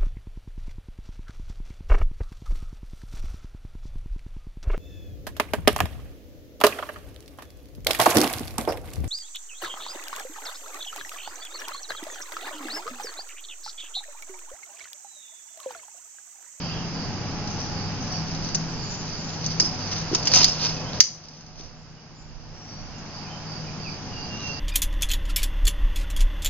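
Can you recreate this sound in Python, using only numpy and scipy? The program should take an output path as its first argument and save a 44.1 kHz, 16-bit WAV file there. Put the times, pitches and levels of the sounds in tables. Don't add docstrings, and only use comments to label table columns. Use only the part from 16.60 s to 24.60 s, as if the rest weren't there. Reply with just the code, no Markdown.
import sys
import numpy as np
from scipy import signal
from scipy.fft import rfft, irfft, next_fast_len
from scipy.io import wavfile
from scipy.ndimage import uniform_filter1d, minimum_filter1d

SR = 44100
rng = np.random.default_rng(int(sys.argv[2]) if len(sys.argv) > 2 else 0)


def bounce(signal):
    frames = np.transpose(np.atleast_2d(signal))
    limited = np.clip(frames, -1, 1)
    pcm = np.round(limited * 32767).astype(np.int16)
    wavfile.write(sys.argv[1], SR, pcm)


N = 352623
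TIME = np.arange(N) / SR
SIZE = next_fast_len(N + SR, True)
BINS_HZ = np.maximum(np.arange(SIZE // 2 + 1) * SR / SIZE, 1)


def from_db(db):
    return 10 ** (np.asarray(db) / 20)


def rms_one(x):
    return x / np.sqrt(np.mean(x ** 2) + 1e-20)


def level(rows):
    return from_db(np.interp(TIME, *np.transpose(rows)))


def swells(rows):
    gain = np.zeros(N)
    for middle, half_length, db in rows:
        edges = [middle - 4 * half_length, middle + 4 * half_length]
        near = slice(*np.searchsorted(TIME, edges))
        gain[near] += from_db(db) * np.exp(-np.square((TIME[near] - middle) / half_length))
    return gain


def drift(width_hz):
    count = 2 ** 14
    hz = np.arange(count // 2 + 1) * SR / N
    slow = irfft(rfft(rng.standard_normal(count)) / (1 + (hz / width_hz) ** 2))
    return np.interp(np.arange(N) * count / N, np.arange(count), rms_one(slow))


def over_hz(rows):
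    hz, *columns = np.transpose(rows)
    return [np.interp(np.log(BINS_HZ), np.log(hz), column) for column in columns]


def causal(gain):
    cepstrum = irfft(np.log(gain), SIZE)
    fold = (1 + np.sign(np.arange(SIZE))) * (np.arange(SIZE) < SIZE // 2)
    return np.exp(rfft(cepstrum * fold))


def colour(spectrum):
    return causal(rms_one(from_db(over_hz(spectrum)[0])))


def filtered(x, response):
    return irfft(rfft(x, SIZE) * response, SIZE)[..., :N]


def narrow_noise(hz, width_hz):
    gain = 1 / (1 + ((BINS_HZ - hz) / width_hz) ** 2)
    return rms_one(filtered(rng.standard_normal(SIZE), gain))


def whistle(hz):
    return np.sin(2 * np.pi * np.cumsum(hz) / SR)


def wavering_tone(hz, wander_hz, waver_db):
    tone = whistle(hz + wander_hz * drift(11.8))
    return rms_one(tone * from_db(waver_db * drift(5.4)))


def friction(slips_per_s, spread_db, smooth_share):
    slips = (rng.random(N) < slips_per_s / SR) * rng.choice([-1, 1], N)
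    sizes = from_db(spread_db * np.minimum(rng.exponential(1, N), 3))
    return rms_one(rms_one(slips * sizes) + smooth_share * rng.standard_normal(N))


def struck(modes, spread_db):
    t = TIME[:SR // 2]
    strengths = from_db(spread_db * rng.standard_normal(len(modes)))
    strengths = strengths * rng.choice([-1, 1], len(modes))
    return sum(strength * from_db(db - 60 * t / t60) * np.sin(2 * np.pi * hz * t)
               for strength, (hz, db, t60) in zip(strengths, modes))


def add(track, s, sound):
    start = int(np.clip(round(s * SR), 0, N))
    track[start:start + len(sound)] += sound[:N - start]


def tail(x, t60, low_hz):
    t = TIME[:SR]
    fading = from_db(-60 * t / t60) * np.minimum(t / .008, 1)
    response = rms_one(rng.standard_normal((2, SR)) * fading) / np.sqrt(SR)
    bass_cut = BINS_HZ / (BINS_HZ - 1j * low_hz)
    return filtered(x, rfft(response, SIZE) * bass_cut)


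def diffuse(spectrum):
    # (frequency [Hz], likeness [0-1])
    likeness = [(25, .4), (70, .88), (160, .97), (500, .82), (1000, .72), (1800, .56), (2500, .18),
                (6000, .2)]
    alike = np.clip(over_hz(likeness)[0], 0, 1)
    shares = np.sqrt([(1 + alike) / 2, (1 - alike) / 2])
    mid, side = filtered(rng.standard_normal((2, N)), colour(spectrum) * shares)
    return np.array([mid + side, mid - side])


def traffic():
    # (time [s], level [dB])
    traffic_level = [(0, -36), (0.7, -34), (1.5, -36), (4.5, -39.5), (8, -37)]
    # (frequency [Hz], level per Hz [dB])
    traffic_spectrum = [(10, -6), (25, -3), (45, -6), (80, -2), (130, 0), (190, -0.5), (260, -3), (330, -9),
                        (480, -12.5), (1000, -37.5), (4000, -44.5), (9000, -69)]
    return level(traffic_level) * diffuse(traffic_spectrum)


def leaves():
    # (time [s], level [dB])
    air_level = [(0, -38.5), (1.3, -37.5), (2.6, -40), (3.5, -36.5), (4.5, -40), (6.7, -37.5), (7.4, -39.5)]
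    # (frequency [Hz], level per Hz [dB])
    air_spectrum = [(60, 2), (400, 0), (600, 2.5), (820, 4), (1150, -0.5), (1500, -3.5), (2000, -8),
                    (2800, -8.5), (3500, -13.5), (4300, -14), (5000, -9.5), (6200, -17.5), (7300, -16),
                    (9000, -47)]
    return level(air_level) * diffuse(air_spectrum)


def motor():
    # (time [s], pitch [Hz], level [dB])
    drone_path = [(0, 169, -38.5), (0.45, 165, -42), (0.7, 165, -39), (1.05, 164, -46), (1.3, 164, -32),
                  (1.5, 162, -36.5), (2.15, 161, -33.5), (2.36, 159, -45), (2.95, 160, -33),
                  (3.22, 161, -46.5), (3.4, 160, -38), (3.8, 160, -35.5), (4.4, 157, -43), (5.1, 157, -38),
                  (5.8, 155, -40), (7.15, 156, -39), (8, 153, -46.5)]
    # (pitch ratio to the main tone, level against it [dB], pitch wander [Hz])
    motor_tones = [(0.785, -10.5, 3.5), (1, 0, 1.22), (1.57, -12, 5)]
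    drone_s, drone_hz, drone_db = np.transpose(drone_path)
    pitch = np.interp(TIME, drone_s, drone_hz)
    tones = sum(from_db(db) * wavering_tone(ratio * pitch, wander, waver_db=2.5)
                for ratio, db, wander in motor_tones)
    return from_db(np.interp(TIME, drone_s, drone_db)) * tones


def hum():
    hum_hz, octave_db = 99.76, -6
    # (time [s], level [dB])
    hum_level = [(0, -46.5), (1.45, -40), (2.2, -51.5), (3.35, -41.5), (4.2, -50.5), (5.3, -51.5),
                 (6.1, -41), (7.1, -45.5)]
    low = wavering_tone(hum_hz, .4, waver_db=0.0)
    octave = wavering_tone(2 * hum_hz, .8, waver_db=1.5)
    return level(hum_level) * (low + from_db(octave_db) * octave)


def whines():
    # (frequency [Hz], level [dB], width [Hz])
    steady_whines = [(738.5, -52, 4.4), (840, -63, 4.1), (5860, -67, 17), (5980, -71.5, 20),
                     (5850, -67.5, 15)]
    # (middle [s], half length [s], level [dB])
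    whine_swells = [(0.95, 0.5, -44.5), (6.7, .2, -48), (7.8, 0.51, -52)]
    steady = sum(from_db(db) * narrow_noise(hz, width) for hz, db, width in steady_whines)
    return steady + swells(whine_swells) * wavering_tone(831, 1.1, waver_db=-1.5)


def breeze():
    calm_db, gust_half_length_s = -49.5, 0.11
    # (time [s], level [dB])
    gusts = [(1.8, -45.5), (3.8, -38.5), (5.05, -33), (5.25, -38), (5.681, -31.5), (5.87, -30.5),
             (6.27, -37)]
    # (frequency [Hz], level per Hz [dB])
    wind_spectrum = [(10, -13.5), (28, 5.5), (55, -4.5), (90, -8.5), (160, -14.5), (400, -49)]
    strength = from_db(calm_db) + swells([(s, gust_half_length_s, db) for s, db in gusts])
    eddies = filtered(rng.standard_normal((2, N)), colour(wind_spectrum))
    return strength * eddies * from_db([[-7], [1]])


def surroundings():
    return traffic() + leaves() + motor() + hum() + whines() + breeze()


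def birds():
    # (start [s], length [s], first pitch [Hz], last pitch [Hz], level [dB], flutter [Hz])
    bird_calls = [(0.0, 0.23, 3115, 2900, -47, 210), (0.901, 0.021, 5700, 6460, -47.5, 60),
                  (0.997, 0.023, 6000, 5320, -43, 60), (1.408, 0.041, 6530, 5670, -49.5, 120),
                  (1.509, 0.031, 5940, 5430, -45, 90), (2.063, 0.13, 7320, 7200, -50.5, 40),
                  (2.17, 0.13, 7130, 6950, -51, 90), (2.23, 0.21, 6770, 6820, -50, 80),
                  (2.557, 0.21, 6940, 6800, -52, 60), (4.16, 0.032, 2680, 2430, -48.5, 15),
                  (4.246, 0.064, 2920, 3400, -49, 3), (4.3315, .004, 5200, 2800, -34.5, 10),
                  (5.14, 0.16, 7150, 7170, -49, 20), (5.367, 0.029, 2950, 2900, -48, 15),
                  (5.54, 0.1, 7110, 7060, -44.5, 10), (5.925, 0.31, 5720, 5740, -48.5, 20),
                  (5.95, 0.12, 7100, 6960, -55, 15), (6.07, .13, 4620, 4550, -49.5, 18),
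                  (6.334, 0.045, 2834, 2764, -51, 15), (6.379, 0.0093, 7160, 6220, -46, 30),
                  (6.645, 0.035, 2670, 2330, -48, 25), (6.693, 0.08, 3120, 3050, -47, 69),
                  (7.04, 0.02, 3030, 2850, -47.5, 15), (7.065, 0.03, 2600, 2310, -45.5, 15),
                  (7.246, 0.05, 2760, 2230, -42, 20), (7.504, 0.13, 2904, 2750, -47.5, 11),
                  (7.632, 0.14, 2795, 2773, -44.5, 3.7), (7.774, 0.075, 2890, 2750, -47, 11),
                  (7.802, .014, 4070, 3820, -49, 10), (7.83, 0.11, 2750, 2750, -35, 2)]
    song, flutter = np.zeros(N), drift(110)
    for s, length, first_hz, last_hz, db, flutter_hz in bird_calls:
        along = np.linspace(0, 1, max(int(length * SR), 2))
        glide = first_hz + (last_hz - first_hz) * along
        hz = glide + flutter_hz * np.interp(s + along * length, TIME, flutter)
        swell = np.sin(np.pi * along).clip(0) ** .4
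        add(song, s, from_db(db) * swell * whistle(hz))
    song = song * from_db(1.5 * drift(35))
    return from_db(1.0) * song + from_db(-0.5) * tail(song, t60=0.48, low_hz=500)


def insect():
    period_s, half_length_s = 0.3456, .074
    stroke_hz, stroke_depth = 62, .25
    # (first chirr [s], about the last chirr [s], level [dB])
    bouts = [(0.071, 0.4, -50), (1.212, 2.22, -50.5), (2.555, 3.58, -50), (6.59, 7.95, -48.5)]
    swell = np.zeros(N)
    for first, last, db in bouts:
        for k in range(round((last - first) / period_s) + 1):
            from_middle = (TIME - (first + k * period_s)) / half_length_s
            swell += from_db(db) / (1 + np.square(np.square(from_middle)))
    strokes = 1 + stroke_depth * np.sin(2 * np.pi * stroke_hz * TIME + drift(5))
    left_and_right = np.array([narrow_noise(4720, 170), narrow_noise(4700, 260)])
    return swell * strokes * left_and_right


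def handling():
    # (middle [s], half length [s], hand level [dB], shirt level [dB])
    moves = [(1.01, 0.14, -52, -64), (1.48, 0.11, -57, -67.5), (1.758, 0.2, -54, -62),
             (2.843, 0.82, -50, -58), (3.342, 0.076, -46, -47.5), (3.71, 0.16, -62, -35),
             (4.296, 0.18, -59, -36), (4.72, 0.27, -48.5, -45), (5.032, 0.057, -41.5, -36.5),
             (7.86, 0.15, -49.5, -46.5)]
    # (peak [s], level [dB], rise time [s], fall time [s])
    lever_strokes = [(3.54, -38, 0.015, 0.03), (3.66, -39.5, 0.012, 0.022), (3.767, -22.5, 0.032, 0.07),
                     (4.037, -31, 0.031, 0.068)]
    # (frequency [Hz], level per Hz [dB])
    skin_spectrum = [(200, -12.5), (1200, -3.5), (2500, -2), (4000, 0), (6000, 4.5), (7200, -12),
                     (9000, -41)]
    shirt_spectrum = [(30, -5.5), (130, 17), (280, -6), (500, 7), (1000, 0.5), (1600, -12.5), (3000, -20.5),
                      (7500, -31.5), (9000, -53.5)]
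    scrape_spectrum = [(60, -13.5), (250, 1.5), (900, 2.5), (2000, -8), (2700, 0), (3400, -2), (4300, -1.5),
                       (5200, 3), (6400, -5), (7500, -17.5), (9000, -45.5)]

    rub = swells([(s, half, db) for s, half, db, _ in moves]) * from_db(3.0 * drift(25))
    rub = rub * friction(slips_per_s=1500, spread_db=5.5, smooth_share=1.0)
    cloth = swells([(s, half, db) for s, half, _, db in moves])
    cloth = cloth * friction(slips_per_s=2000, spread_db=-2.5, smooth_share=0.67)
    effort = sum(from_db(db) * np.exp(-abs(TIME - s) / np.where(TIME < s, rise, fall))
                 for s, db, rise, fall in lever_strokes)
    grind = effort * friction(slips_per_s=2200, spread_db=1.5, smooth_share=.6)
    grind = grind * from_db(1.5 * drift(110))
    layers = [(rub, skin_spectrum), (cloth, shirt_spectrum), (grind, scrape_spectrum)]
    return sum(filtered(x, colour(spectrum)) for x, spectrum in layers)


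def contacts():
    crack_decay_s = 0.0024
    part_q, part_db = 7.4, 2
    # (time [s], crack level [dB], ringing level [dB],
    # rebound level against the touch [dB], rebound delay [s], pitch of the part hit [Hz])
    clicks = [(0.873, -37, -66, -2.5, 0.0029, 6000), (1.555, -45, -51, -3, 0.0033, 2500),
              (1.68, -49, -56.5, -3, .006, 2600), (1.748, -35.5, -65, -3.5, 0.0042, 3900),
              (1.883, -49, -60, -6, 0.0055, 5900), (1.9462, -25, -56, 4, 0.0051, 6340),
              (2.8621, -27.5, -54, -5.5, 0.0045, 6150), (2.9986, -16, -33.5, -3.5, 0.0042, 1830),
              (3.066, -41, -58, -9, 0.0036, 5200), (3.5481, -16.5, -54, -2.5, 0.0037, 2390),
              (3.628, -34, -61.5, -6, 0.0036, 5000), (3.6538, -30, -49.5, -2, 0.0033, 6000),
              (3.672, -16, -42, -5, 0.0064, 2670), (3.7163, -27.5, -49, -4, .004, 4900),
              (3.736, -13.5, -48, -3.5, .004, 2700), (3.7461, -19, -48, -7, 0.0044, 6200),
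              (3.7568, -19.5, -50, 0.5, 0.0043, 6200), (3.7699, -16, -47, 0.5, .004, 2700),
              (3.778, -23, -48, 0, .004, 5000), (3.786, -20.5, -51, -3, .004, 6200),
              (3.8125, -26, -51, -6.5, 0.0034, 2700), (3.8299, -18, -49, -3, 0.0037, 4000),
              (3.8432, -12, -47, -8, .005, 4960), (3.879, -30, -40, -4, 0.004, 6000),
              (4.403, 4.5, -53, -1, 0.0034, 5900), (4.636, -45, -56, -4, .004, 5400),
              (4.6843, -31.5, -53, -6, 0.0042, 5470), (4.808, -36, -52, -4, .004, 6100),
              (4.862, -38, -57, -6, .004, 5200)]
    # (frequency [Hz], level [dB], time to fade by 60 dB [s])
    steel_modes = [(1800, -9.5, 0.052), (2230, -1.5, 0.049), (2800, -13.5, .06), (3640, -12.5, .06),
                   (3990, -6.5, 0.073), (4530, 0, 0.11), (4800, -5, 0.34), (5100, 2, 0.27),
                   (5190, -3, 0.34), (5560, 0, 0.29), (5800, -9, 0.24), (6150, -10.5, 0.16),
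                   (6630, -6, .15), (7100, -5.5, .12)]
    # (time [s], level [dB])
    stock_knocks = [(1.812, -44.5), (3.002, -27), (3.028, -30), (3.515, -24.5), (3.53, -19.5),
                    (4.405, -31.5), (4.999, -25.5)]
    # (frequency [Hz], level [dB], time to fade by 60 dB [s])
    stock_modes = [(245, -7, 0.069), (320, -5, 0.083), (381, -1, 0.08)]
    # (frequency [Hz], level per Hz [dB])
    crack_spectrum = [(60, -11), (200, -9.5), (700, -5.5), (1300, -3), (1900, -3), (2600, -3), (3300, -4.5),
                      (4300, 2.5), (5200, 5.5), (6500, 0.5), (7500, 5), (9000, -0.5), (12000, -11.5),
                      (16000, -30)]

    cracks, rings, knocks = np.zeros(N), np.zeros(N), np.zeros(N)
    t = TIME[:SR // 20]
    for s, crack_db, ring_db, rebound_db, rebound_s, part_hz in clicks:
        part = signal.iirpeak(part_hz, part_q, fs=SR)
        for at, db in [(s, crack_db), (s + rebound_s, crack_db + rebound_db)]:
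            burst = from_db(db) * rng.choice([-1, 1], len(t)) * np.exp(-t / crack_decay_s)
            add(cracks, at, burst + from_db(part_db) * signal.lfilter(*part, burst))
        add(rings, s, from_db(ring_db) * struck(steel_modes, spread_db=4.0))
    for s, db in stock_knocks:
        add(knocks, s, from_db(db) * struck(stock_modes, spread_db=2.5))
    buzz = .2 + drift(220)
    return filtered(cracks, colour(crack_spectrum)) + rings * buzz + knocks


def spring():
    # (start [s], level [dB], time to fade by 60 dB [s])
    shiver = (4.409, -26, .35)
    # (frequency [Hz], level per Hz [dB])
    coil_spectrum = [(500, -27), (2000, -10), (3200, -7), (4200, -4), (4900, -7), (5700, 1), (6600, -0.5),
                     (7500, 0), (9000, -23)]
    s, db, t60 = shiver
    dying = from_db(db - 60 * np.maximum(TIME - s, 0) / t60) * (TIME >= s)
    chatter = dying * friction(slips_per_s=3000, spread_db=5.0, smooth_share=.8)
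    return filtered(chatter, colour(coil_spectrum))


def porch(x):
    # (delay to the left port [s], delay to the right port [s], level [dB])
    surfaces = [(.0016, 0.0019, -17.5), (.0039, .0032, -8), (.0066, .0070, -22.5), (.0098, .0093, -17.5),
                (0.0351, 0.0355, -23.5)]
    echoes = np.zeros((2, N))
    for left_s, right_s, db in surfaces:
        sides = [np.interp(TIME - delay, TIME, x, left=0) for delay in (left_s, right_s)]
        echoes += from_db(db) * np.array(sides)
    return x + echoes + from_db(-12.0) * tail(x, t60=0.34, low_hz=1200)


def scene():
    right_lag_s = .00004
    # (frequency [Hz], left level [dB], right level [dB])
    ports = [(25, -5, 4), (129, 1.5, 0), (825, -0.5, -2), (2170, 1.5, 4), (2800, -0.5, 6), (3690, 3.5, 4.5),
             (4345, 2.5, 10), (4950, 7, 15.5), (5470, 10, 9.5), (6100, 15, 2.5), (6590, 9.5, -2),
             (7300, 3.5, -4.5), (8170, 0, -7)]
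    rifle = porch(handling() + contacts() + spring())
    sound = surroundings() + birds() + insect() + rifle
    left, right = causal(from_db(over_hz(ports)))
    lag = np.exp(-2j * np.pi * BINS_HZ * right_lag_s)
    return filtered(sound, np.array([left, right * lag]))


def gain_control(x, threshold_db, range_db, attack_s, hold_s, release_s):
    power = uniform_filter1d(np.mean(x ** 2, axis=0), size=220)
    power_db = 10 * np.log10(np.maximum(power, 1e-12))
    excess = np.clip(power_db - threshold_db, 0, range_db)
    half = int(hold_s * SR / 2)
    held = -minimum_filter1d(-excess, 2 * half + 1, origin=half)
    fade = np.exp(-TIME / release_s)
    released = np.maximum.accumulate(held / fade) * fade
    lag = np.exp(-1 / (attack_s * SR))
    cut_db = signal.lfilter([1 - lag], [1, -lag], released)
    return x * from_db(-cut_db)


def record(dry):
    treble_edge_hz, treble_leak_db = 7010, -30.5
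    ceiling, cutoff_hz = 1.3, 17800
    x = gain_control(dry, threshold_db=-3.0, range_db=13.5, attack_s=0.0018, hold_s=1.37, release_s=0.87)
    x = ceiling * np.tanh(x / ceiling)
    above = signal.sosfilt(signal.butter(6, treble_edge_hz, "high", fs=SR, output="sos"), x)
    below = signal.sosfilt(signal.butter(22, treble_edge_hz, fs=SR, output="sos"), x)
    x = below + from_db(treble_leak_db) * above
    peaks = x - np.clip(x, -.9, .8)
    squeezed = x - .7 * peaks
    return signal.sosfilt(signal.cheby2(12, 70, cutoff_hz, fs=SR, output="sos"), squeezed)


dry = scene()
out = record(dry)
bounce(out)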